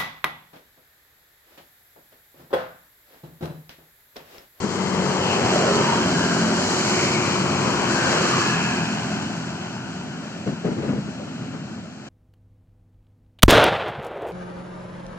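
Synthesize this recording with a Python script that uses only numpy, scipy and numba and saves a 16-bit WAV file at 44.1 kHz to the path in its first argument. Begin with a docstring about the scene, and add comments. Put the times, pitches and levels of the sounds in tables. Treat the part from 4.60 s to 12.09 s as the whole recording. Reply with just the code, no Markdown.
"""Four scooters overtake a phone held on a street, one after the other, and ride off ahead.
Each single cylinder hums as wavering overtones of its firing rate and thuds as uneven pulses ring its silencer;
pulsing noise makes the belt case rattle, the tailpipe rasp once it is past, and the tyre hiss.
Road roar and short moving resonances fill out the passes; gusts of low noise buffet the phone, most after 5.8 s.
Behind it all, far traffic is coloured noise that slowly swells and sinks."""
import sys
import numpy as np
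from scipy import signal
from scipy.fft import rfft, irfft
from scipy.io import wavfile
from scipy.ndimage import uniform_filter1d
from numba import njit

SR = 44100
rng = np.random.default_rng(int(sys.argv[2]) if len(sys.argv) > 2 else 0)


def pcm_store(signal):
    """Save signal as 16-bit PCM."""
    levels = np.round(np.clip(np.atleast_2d(signal), -1, 1) * 32767)
    wavfile.write(sys.argv[1], SR, levels.astype(np.int16).T)


N = 330289
TIME = np.arange(N) / SR  # s
BINS = np.maximum(np.arange(N // 2 + 1) * SR / N, 1)  # Hz

# hiss of tyres on asphalt, near and far: frequency_hz, relative_level_db
TYRE_HISS = [(1500, -12), (3300, -5), (4300, 3.5), (5500, 0.9), (7000, 1), (7900, -2), (8300, -19.5),
             (9900, -19.5), (12000, -32), (14000, -38)]
# low roar of the road, near and far: frequency_hz, relative_level_db
ROAD_ROAR = [(20, -42), (48, -49), (65, -18.5), (90, -4.5), (135, 1.5), (190, 3.5), (290, -3.5),
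             (360, -8.5), (480, -17), (800, -17), (2000, -65)]


def traffic():
    """The scooters together over the roar they raise in the street; the nearer ones weigh most in the side."""
    # one row a scooter, levels before losses along the street and shading: abreast_s, gap_m, speed_m_per_s,
    # exhaust_thud_db, belt_case_db, tailpipe_rasp_db, tyre_db, road_roar_db, dip_depth_0_to_1,
    # left_minus_right_abreast_db
    riders = [ (1.101, 2.37, 3.9, -21.5, -14, -12, -23, -19.5, 0.41, -2.5),
              (2.248, 3.24, 5.4, -20.5, -14.5, -18, -18.5, -35, 0.2, -4.5),
              (3.002, 2.6, 5.2, -24.5, -19, -16.5, -35, -21.5, 0.99, 0),
              (3.69, 1.97, 5.3, -22.5, -14.5, -19.5, -22.5, -38, 1, -1.5)]
    # one table a scooter, as heard at the phone: time_s, firing_rate_hz, exhaust_note_db, boom_hz
    throttles = [
        [(0, 47.53, -25.5, 180), (.25, 47.35, -27, 181), (.6, 46.82, -27, 180), (1, 45.95, -32, 185),
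         (1.2, 44.7, -33.5, 201), (1.4, 44.26, -27.5, 186), (1.9, 43.79, -25.5, 180), (2.2, 42.82, -29, 185),
         (2.5, 42.47, -29, 180), (3.2, 42.06, -33, 200), (7.49, 41.95, -39, 200)],
        [(.6, 57.3, -35, 225), (1, 57.4, -23, 225), (1.5, 55.3, -33, 217), (2, 53.82, -29, 216),
         (2.3, 52.85, -30.5, 210), (2.55, 51.2, -31.5, 192), (2.8, 50.94, -36, 179), (7.49, 50.7, -46, 180)],
        [(2, 47, -38, 185.1), (2.6, 47.36, -33, 185), (3, 47.3, -35, 185.1), (3.3, 45.93, -32.5, 175),
         (3.7, 45.54, -36, 140), (4.3, 42.3, -33, 160), (4.7, 41.53, -30, 165), (5.4, 41.1, -28.5, 165),
         (5.8, 41.17, -40, 160), (7.49, 41, -39, 139.6)],
        [(3, 44.01, -37.5, 176), (3.6, 43.76, -36, 172), (3.85, 42.45, -30.5, 168), (4.15, 42.1, -26.5, 172),
         (4.45, 42, -26.5, 213.9), (4.75, 42.3, -27.5, 210), (5.1, 42.6, -36.5, 240), (5.45, 42.7, -28, 255),
         (6.1, 42.82, -26, 215), (6.8, 43, -22, 230), (7.4, 43.18, -25.5, 228.7)],
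    ]
    # one row a scooter, coming up: relative level_db of the firing rate's multiples 2 to 10
    notes_coming = [(-3, -4.5, -0.5, -11, -14, -1.5, 3.5, 0, -4), (-15, -8, 1, -5, -4, 5.5, -9, -14, -15),
                    (2.5, 3.5, 0.5, 0, 2, 2.5, 6, -0.5, -8), (-6, -5.5, -5, -5, 7.5, -4, 7, -5, -10)]
    # the same once the silencer's mouth faces the phone: level_db of multiples 2 to 10
    notes_leaving = [(-14, -11, 0.5, 0, 2.5, -2, 4.5, -2.5, -15), (-15, -1, -3, -5, -4, 9.5, -7, -6, -13),
                     (-9, 1.5, 1, -7, -2, -4, -3, -3.5, -12), (-21, -4, 0, -1.5, -2, -15, -16, -9, -13.5)]
    # one table a scooter, silencer resonances: frequency_hz, width_hz, relative_level_db
    silencers = [
        [(105, 35, -10), (174, 68, -1.5), (215.6, 18, 2), (266.5, 12, -5), (359, 72, -6.5)],
        [(101, 7.2, -16), (221, 51, -7.5), (326, 57, -18), (363, 25, -3)],
        [(97, 5.3, -13), (126, 69, 9), (212, 28, 9), (253, 28, 1), (360, 55, -10)],
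        [(127.3, 16, -8), (169.3, 27, -1), (206, 25, -2), (250, 71, -9), (361, 100, -11)],
    ]
    # one table a scooter, tailpipe resonances: frequency_hz, width_hz, relative_level_db
    tailpipes = [
        [(620, 320, 5.5), (883, 83, -4), (1426, 220, 3), (2980, 180, -1.5)],
        [(698.3, 340, -17), (1033, 400, -17), (1400, 310, 7), (2480, 450, 8.5)],
        [(610, 200, 2), (1010, 740, -9), (1453, 240, 9.5), (2650, 540, -0.5)],
        [(734, 130, 13), (850, 220, 9.5), (1400, 450, -0.5), (2880, 900, -0.5)],
    ]

    passes = map(scooter, riders, throttles, notes_coming, notes_leaving, silencers, tailpipes)
    sounds, roar_powers, pans_db, nearness = zip(*passes)
    roar = colour(noise(), ROAD_ROAR) * np.sqrt(sum(roar_powers)) * undb(walk(16))
    pan_db = np.average(pans_db, axis=0, weights=nearness)
    stereo = stereo_picture(sum(sounds) + roar + close_passes())
    return stereo * undb(np.array([pan_db, -pan_db]) / 2)


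def scooter(rider, throttle, coming, leaving, silencer, tailpipe):
    """One pass, weakening with distance: its sound, road roar power, left-right lean in dB and nearness."""
    # rattle of the belt case: frequency_hz, relative_level_db
    belt_case = [(150, -49), (330, 4), (480, -0.5), (750, -0.5), (980, 1), (1250, -2.5), (1550, -5),
                 (1950, -8), (2500, -8), (3100, -5.5), (4200, -30), (8000, -57)]
    abreast_s, gap, speed, exhaust_db, case_db, rasp_db, tyre_db, roar_db, dip, side_db = rider
    distance, tail_on = bearing(abreast_s, gap, speed)
    side_on = gap / distance  # sine of the bearing
    exhaust_spread = np.array([[1], [.6]])  # gains of what left and right share and of what differs

    # the firing rate already carries the Doppler shift and the throttle
    firing_hz, note_db, boom_hz = curves(throttle)
    throttle_wander = .002  # share of the firing rate
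    pulses, turns = cylinder(firing_hz * (1 + throttle_wander * walk(3)), jitter=0.0045)
    note = exhaust_note(turns, firing_hz, boom_hz, coming, leaving, tail_on)
    note = note * exhaust_spread * undb(note_db)

    # the silencer hangs on the scooter's far side, which hides part of the thud abreast
    silencer_shade, exhaust_db_per_m = 0.67, 0.7
    thud = resonate(pulses, silencer) * exhaust_spread
    thud = thud * undb(exhaust_db - exhaust_db_per_m * distance) * (1 - silencer_shade * side_on ** 6)

    # belt and valve gear chatter on every turn of the crank, twice a firing
    crank = 2 * turns % 1
    body_shade = 0.39  # share of the rattle that the scooter's body hides from behind
    rattle = colour(puffs(crank, length=0.56, steady=1.0), belt_case) * undb(case_db)
    rattle = rattle * (1 - body_shade * tail_on ** 4)
    # the walker's body hides one band of the rattle while a scooter is behind
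    rear_shade, rear_shade_hz = 0.7, np.full(N, 2570.0)
    hidden = np.array([sweep(row, rear_shade_hz, 0.45) for row in rattle])
    rattle = rattle - rear_shade * (1 - tail_on) ** 5 * hidden

    # the sharp edge of each firing rings the tailpipe, along with the gas
    rasp_beam = 3.2  # how narrowly the rasp points backwards
    gas = unit(puffs(crank, length=.22, steady=.35))
    rasp = resonate(gas + 0.2 * unit(pulses), tailpipe) * undb(rasp_db) * tail_on ** rasp_beam
    scatter_db_per_m = 0.5844  # lost along the street
    machinery = sinking_dip(rattle + rasp, tail_on, dip)
    machinery = machinery * undb(0.81 * walk(12) - scatter_db_per_m * distance)

    # patches in the asphalt make the hiss flutter; it also pulses with the crank
    tyre_beam = 0.52  # how strongly the hiss favours the side
    flutter_db = .7 * walk(11) + .8 * walk(34)
    hiss = colour(puffs(crank, length=0.15, steady=2.1), TYRE_HISS)
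    hiss = hiss * undb(tyre_db + flutter_db) * side_on ** tyre_beam

    behind_pan_db = 6  # a scooter still behind the phone favours the left
    pan_db = side_db * side_on + behind_pan_db * (1 - tail_on) ** 4
    sound = (note + thud + machinery + hiss) / distance
    roar_power = (undb(roar_db) / distance) ** 2
    return sound, roar_power, pan_db, 1 / distance ** 2


def bearing(abreast_s, gap, speed):
    """A straight pass: distance in m, and how far the tail faces the phone (0 coming up, 1 riding away)."""
    along = speed * (TIME - abreast_s)
    distance = np.hypot(along, gap)
    return distance, (1 + along / distance) / 2


def cylinder(hz, jitter):
    """Turns of the firing cycle, and one pulse a firing for how much stronger or weaker than usual it is."""
    turns = np.cumsum(hz) / SR + rng.random()
    at = np.flatnonzero(np.diff(np.floor(turns)))
    timing, strength = rng.standard_normal((2, len(at)))
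    shift = (jitter * timing * SR / hz[at]).astype(int)  # jitter is a share of the firing cycle
    pulses = np.zeros(N)
    pulses[np.clip(at + shift, 0, N - 1)] = np.tanh(strength)
    return pulses, turns


def exhaust_note(turns, firing_hz, boom_hz, coming, leaving, tail_on):
    """The even part of the firings: wavering overtones, lifted at the boom, whose mix turns with the tail."""
    boom_db, boom_octaves = 7.5, 0.27  # lift and half width of the boom
    note_turn, waver_db = 0.066, 1.1  # how much of the tail's turn the change of mix takes; waver of each tone
    past = (1 + np.tanh((tail_on - .5) / note_turn / 2)) / 2
    out = 0
    for k, (coming_db, leaving_db) in enumerate(zip(coming, leaving), 2):
        boom = np.exp(-(np.log2(k * firing_hz / boom_hz) / boom_octaves) ** 2)
        mix_db = coming_db + (leaving_db - coming_db) * past
        db = mix_db + boom_db * boom + waver_db * walk(6)
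        out = out + undb(db) * np.sin(2 * np.pi * (k * turns + rng.random((2, 1))))
    return np.sqrt(2) * out


def puffs(phase, length, steady):
    """Noise that flares at the start of each cycle and dies away over a length in cycles."""
    return noise() * (steady + np.exp(-phase / length))


def sinking_dip(sound, tail_on, depth):
    """A dip in the machinery noise sinks in pitch and deepens during the pass."""
    coming_hz, leaving_hz, width = 1700, 472, 0.44  # width over centre
    hz = leaving_hz * (coming_hz / leaving_hz) ** ((1 - tail_on) ** 1.3)
    removed = np.array([sweep(row, hz, width) for row in sound])
    return sound - np.clip(depth, 0, 1) * tail_on * removed


def close_passes():
    """The rush of close scooters, as noise bands that mostly fall in pitch, and the whines of the drives."""
    # rush resonances: centre_s, half_length_s, pitch_hz, fall_octaves_per_s, width_hz (one stage), level_db
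    rushes = [(0.63, 0.28, 508, 0.11, 180, -32), (0.8, 0.17, 764, 0.82, 260, -30),
              (1.045, 0.11, 600, 1.05, 200, -24.2), (1.18, 0.088, 400, 0.6, 81, -25),
              (1.55, 0.24, 248, .2, 72, -31), (1.116, 0.11, 1315, 0.86, 180, -31.5),
              (2.75, 0.19, 1140, .2, 290, -34), (3.15, 0.23, 1046, 0.11, 250, -32.5),
              (3.55, 0.095, 524, 1.3, 120, -30.5), (3.474, 0.14, 1540, 0.45, 370, -28.5),
              (3.76, 0.13, 1190, 0.45, 310, -28.5), (3.69, 0.13, 351, .1, 40, -32),
              (3.2, 0.52, 139, 0.088, 38, -34.5)]
    # brief whines of belts, gears and tyres: centre_s, half_length_s, pitch_hz, fall_octaves_per_s,
    # width_hz (one stage), level_db
    whines = [(0.32, 0.14, 2050, 0.05, 100, -43.5), (0.71, 0.072, 2740, 0.79, 700, -30.5),
              (1.3, 0.11, 930, 0.1, 99.8, -27.5), (1.64, 0.22, 1585, -0.03, 165, -32.5),
              (2.263, 0.21, 6840, 0.15, 1290, -36.5), (2.48, 0.23, 2295, -0.09, 620, -30.5),
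              (3, 0.36, 2470, -0.17, 420.1, -40), (4.009, 0.23, 1659, 0.16, 150, -31),
              (4.017, 0.19, 2570, 0.15, 349.5, -31.5), (4.7, 0.56, 1491, 0.026, 280, -47)]
    out = 0
    for at_s, half_s, hz, fall, width_hz, db in rushes + whines:
        out = out + undb(db) * glide(at_s, half_s, hz, fall, width_hz / hz)
    return out


def glide(at_s, half_s, hz, fall, relative_width):
    """A resonance that swells, fades and slides in pitch as its scooter goes by."""
    lapse = TIME - at_s
    centre = hz * 2 ** (-fall * np.clip(lapse, -2 * half_s, 2 * half_s))
    return band(centre, relative_width) * np.exp(-(lapse / half_s) ** 2 / 2)


def wind(fall_s, eddy_db):
    """Gusts tumble over the phone: low buffeting and an eddy pitch, part of the swirl differing left and right."""
    # gusts: start_s, length_s, rise_s, level_db, eddy_pitch_hz, unshared_swirl_db (relative), brightness_db
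    gusts = [(0.02, 0.024, .016, -21, 147, 1, 0), (0.77, 0.13, .04, -28.5, 145, -5, -2),
             (1.15, 0.04, 0.014, -26.5, 100, -2, 0), (2.654, 0.15, .02, -37, 108, 3, -3),
             (3.056, 0.021, .016, -23, 155, 5, 3), (5.855, 0.038, .022, -22.5, 185.2, 3, 1.5),
             (5.916, 0.014, .012, -28, 148, 1, -2), (6.032, 0.052, .026, -22.5, 418, 1, 2.5),
             (6.1, 0.035, 0.015, -33, 201, 11, 4), (6.158, 0.05, 0.032, -29.5, 347.5, 5, 4),
             (6.214, 0.054, .016, -27.5, 100, 3.5, 6), (6.273, 0.036, .016, -24, 241, -2, 4),
             (6.319, 0.073, .016, -28, 204, 3, 1), (6.409, 0.081, .07, -32.5, 168.2, 7, -5),
             (6.589, 0.04, .015, -40, 540, 3, 2), (6.667, .018, 0.0071, -34.5, 240, 3, 0),
             (6.929, 0.024, 0.0088, -33, 190, 4, 5)]
    # buffeting of the phone: frequency_hz, relative_level_db
    buffet_spectrum = [(20, -50), (55, -23), (90, -5.5), (150, 3.5), (230, 2.5), (320, -5), (430, -6),
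                       (620, -11.5), (900, -21.5), (1500, -26.5), (3000, -34.5), (8000, -50), (14000, -95)]
    bright_hz = 400  # brightness acts above this
    force, bright_force = 0, 0
    for start, length, rise_s, db, _, swirl_db, bright_db in gusts:
        rise = np.clip((TIME - start) / rise_s, 0, 1)
        fall = np.exp(-np.clip(TIME - start - length, 0, 1) / fall_s)
        gust = undb([[db], [db + swirl_db]]) * rise * fall
        force = force + gust
        bright_force = bright_force + gust * undb(bright_db)
    # the eddy pitch holds through each gust and glides on to the next
    eddy_points = [(s, hz) for start, length, _, _, hz, _, _ in gusts for s in (start, start + length)]
    eddy_hz = curves(eddy_points)[0]
    buffet = colour(noise(), buffet_spectrum)
    thump = irfft(rfft(buffet) / (1 + (BINS / bright_hz) ** 4), N)
    eddies = undb(eddy_db) * band(eddy_hz, 0.28)
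    return (thump + eddies) * force + (buffet - thump) * bright_force


def town(roar_db, hiss_db, pan_db):
    """Far traffic further down the street: hum, road roar and a little tyre hiss, swelling slowly."""
    # far traffic: time_s, level_db, extra_hum_db
    town_level = [(0, -44.5, 0), (4.6, -37.5, 0.5), (5.25, -46, 4.5), (5.65, -39, -3), (6.75, -40, 0.5),
                  (7.15, -41.5, 2), (7.35, -43, -4), (7.49, -40, -9)]
    # its broad murmur: frequency_hz, relative_level_db
    town_spectrum = [(20, -34), (55, -15), (100, -37), (140, -10), (230, 7.5), (320, -12), (500, -9.5),
                     (620, -3.5), (1000, -13), (1400, -7), (2100, -15.5), (2700, -12), (4000, -19.5),
                     (9000, -75)]
    hum_top_hz = 350
    level_db, hum_db = curves(town_level)
    sound = colour(noise(), town_spectrum)
    sound = sound + colour(noise(), ROAD_ROAR) * undb(roar_db)
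    sound = sound + colour(noise(), TYRE_HISS) * undb(hiss_db)
    hum = irfft(rfft(sound) / (1 + (BINS / hum_top_hz) ** 6), N)
    sound = sound + hum * (undb(hum_db) - 1)
    stereo = stereo_picture(sound * undb(level_db + walk(5.5)))
    return stereo * undb(np.array([[pan_db], [-pan_db]]) / 2)


def stereo_picture(sound):
    """The stereo picture: alike in the bass, opposed near 3.6 kHz, unrelated in the treble above."""
    # left against right: frequency_hz, likeness_0_to_1, left_leads_rad, left_minus_right_db
    left_right = [(60, 0.94, 0.11, 1.0), (420, 0.95, 0.32, -0.2), (650, 0.8, 0.94, 1.3),
                  (900, 0.81, 1.38, 5.6), (1250, 0.76, 0.66, 4.8), (1600, 0.68, 0.16, 2.4),
                  (2150, 0.46, 1.22, 2.6), (2600, 0.83, 1.78, 2.1), (3200, 0.68, 2.79, 0.4),
                  (3470, 0.999, 3.14, 0), (3740, 0.999, 3.14, 0), (4150, 0.09, 3.14, 0.3),
                  (6000, 0.03, 3.14, 1.6), (9000, 0.03, 3.14, 6.6)]
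    likeness, lead, balance_db = over_bins(left_right)
    likeness = np.clip(likeness, 0, 1)
    shared, apart = rfft(sound) * np.sqrt([(1 + likeness) / 2, (1 - likeness) / 2])
    turn, lean = np.exp(.5j * lead), undb(balance_db / 2)
    left = (shared + apart) * turn * lean
    right = (shared - apart) / turn / lean
    return irfft(np.array([left, right]), N)


def undb(db):
    """Decibels to gain."""
    return 10 ** (np.asarray(db) / 20)


def unit(x):
    """Scale to rms 1."""
    return x / np.sqrt(np.mean(x ** 2))


def curves(rows):
    """The columns of a time table, one value a sample."""
    s, *columns = np.transpose(rows)
    return [np.interp(TIME, s, c) for c in columns]


def over_bins(rows):
    """The columns of a frequency table, one value a bin, joined along log frequency."""
    hz, *columns = np.transpose(rows)
    return [np.interp(np.log(BINS), np.log(hz), c) for c in columns]


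def colour(x, spectrum):
    """Shape x by a spectrum of (Hz, dB) points, at rms 1."""
    return unit(irfft(rfft(x) * undb(over_bins(spectrum)[0]), N))


def resonate(x, modes):
    """Ring steep resonances (each applied twice) with x, at rms 1."""
    response = 0
    for hz, width, db in modes:
        response = response + undb(db) / (1 + 1j * (BINS - hz ** 2 / BINS) / width) ** 2
    return unit(irfft(rfft(x) * response, N))


def noise():
    """White noise in two rows: what left and right share, and what differs between them."""
    return rng.standard_normal((2, N))


def walk(rate):
    """Random levels held 1 / rate s and slewed twice; spread near 1."""
    k = int(SR / rate)
    steps = np.repeat(rng.standard_normal(N // k + 1), k)
    return 1.4 * uniform_filter1d(uniform_filter1d(steps, k), k)[:N]


def band(hz, relative_width):
    """Noise in a steep resonance (applied twice) whose centre moves, at rms 1."""
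    return unit(np.array([sweep(sweep(row, hz, relative_width), hz, relative_width) for row in noise()]))


@njit
def sweep(x, hz, k):
    """State-variable band-pass with a moving centre; k is width over centre."""
    y, b, l = np.empty(len(x)), 0., 0.  # b and l: band-pass and low-pass states
    for i in range(len(x)):
        g = np.tan(np.pi * hz[i] / SR)
        v = (b + g * (x[i] - l)) / (1 + g * (g + k))
        b, l, y[i] = 2 * v - b, l + 2 * g * v, k * v
    return y


def scene():
    """Scooters, far traffic and wind at the phone; the gusts lean to the left."""
    gusts = stereo_picture(wind(fall_s=0.017, eddy_db=-4.5)) * undb([[1.4], [-1.4]])
    return traffic() + town(roar_db=5.0, hiss_db=-11.5, pan_db=0.5) + gusts


def record(dry):
    """The sound fades in and out over a few milliseconds; the phone cuts the top."""
    top_hz, fade_s = 14300, .004
    ends = np.clip(np.minimum(TIME, TIME[-1] - TIME) / fade_s, 0, 1)
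    return signal.sosfilt(signal.ellip(10, .2, 80, top_hz, fs=SR, output="sos"), dry * ends)


dry = scene()
out = record(dry)
pcm_store(out)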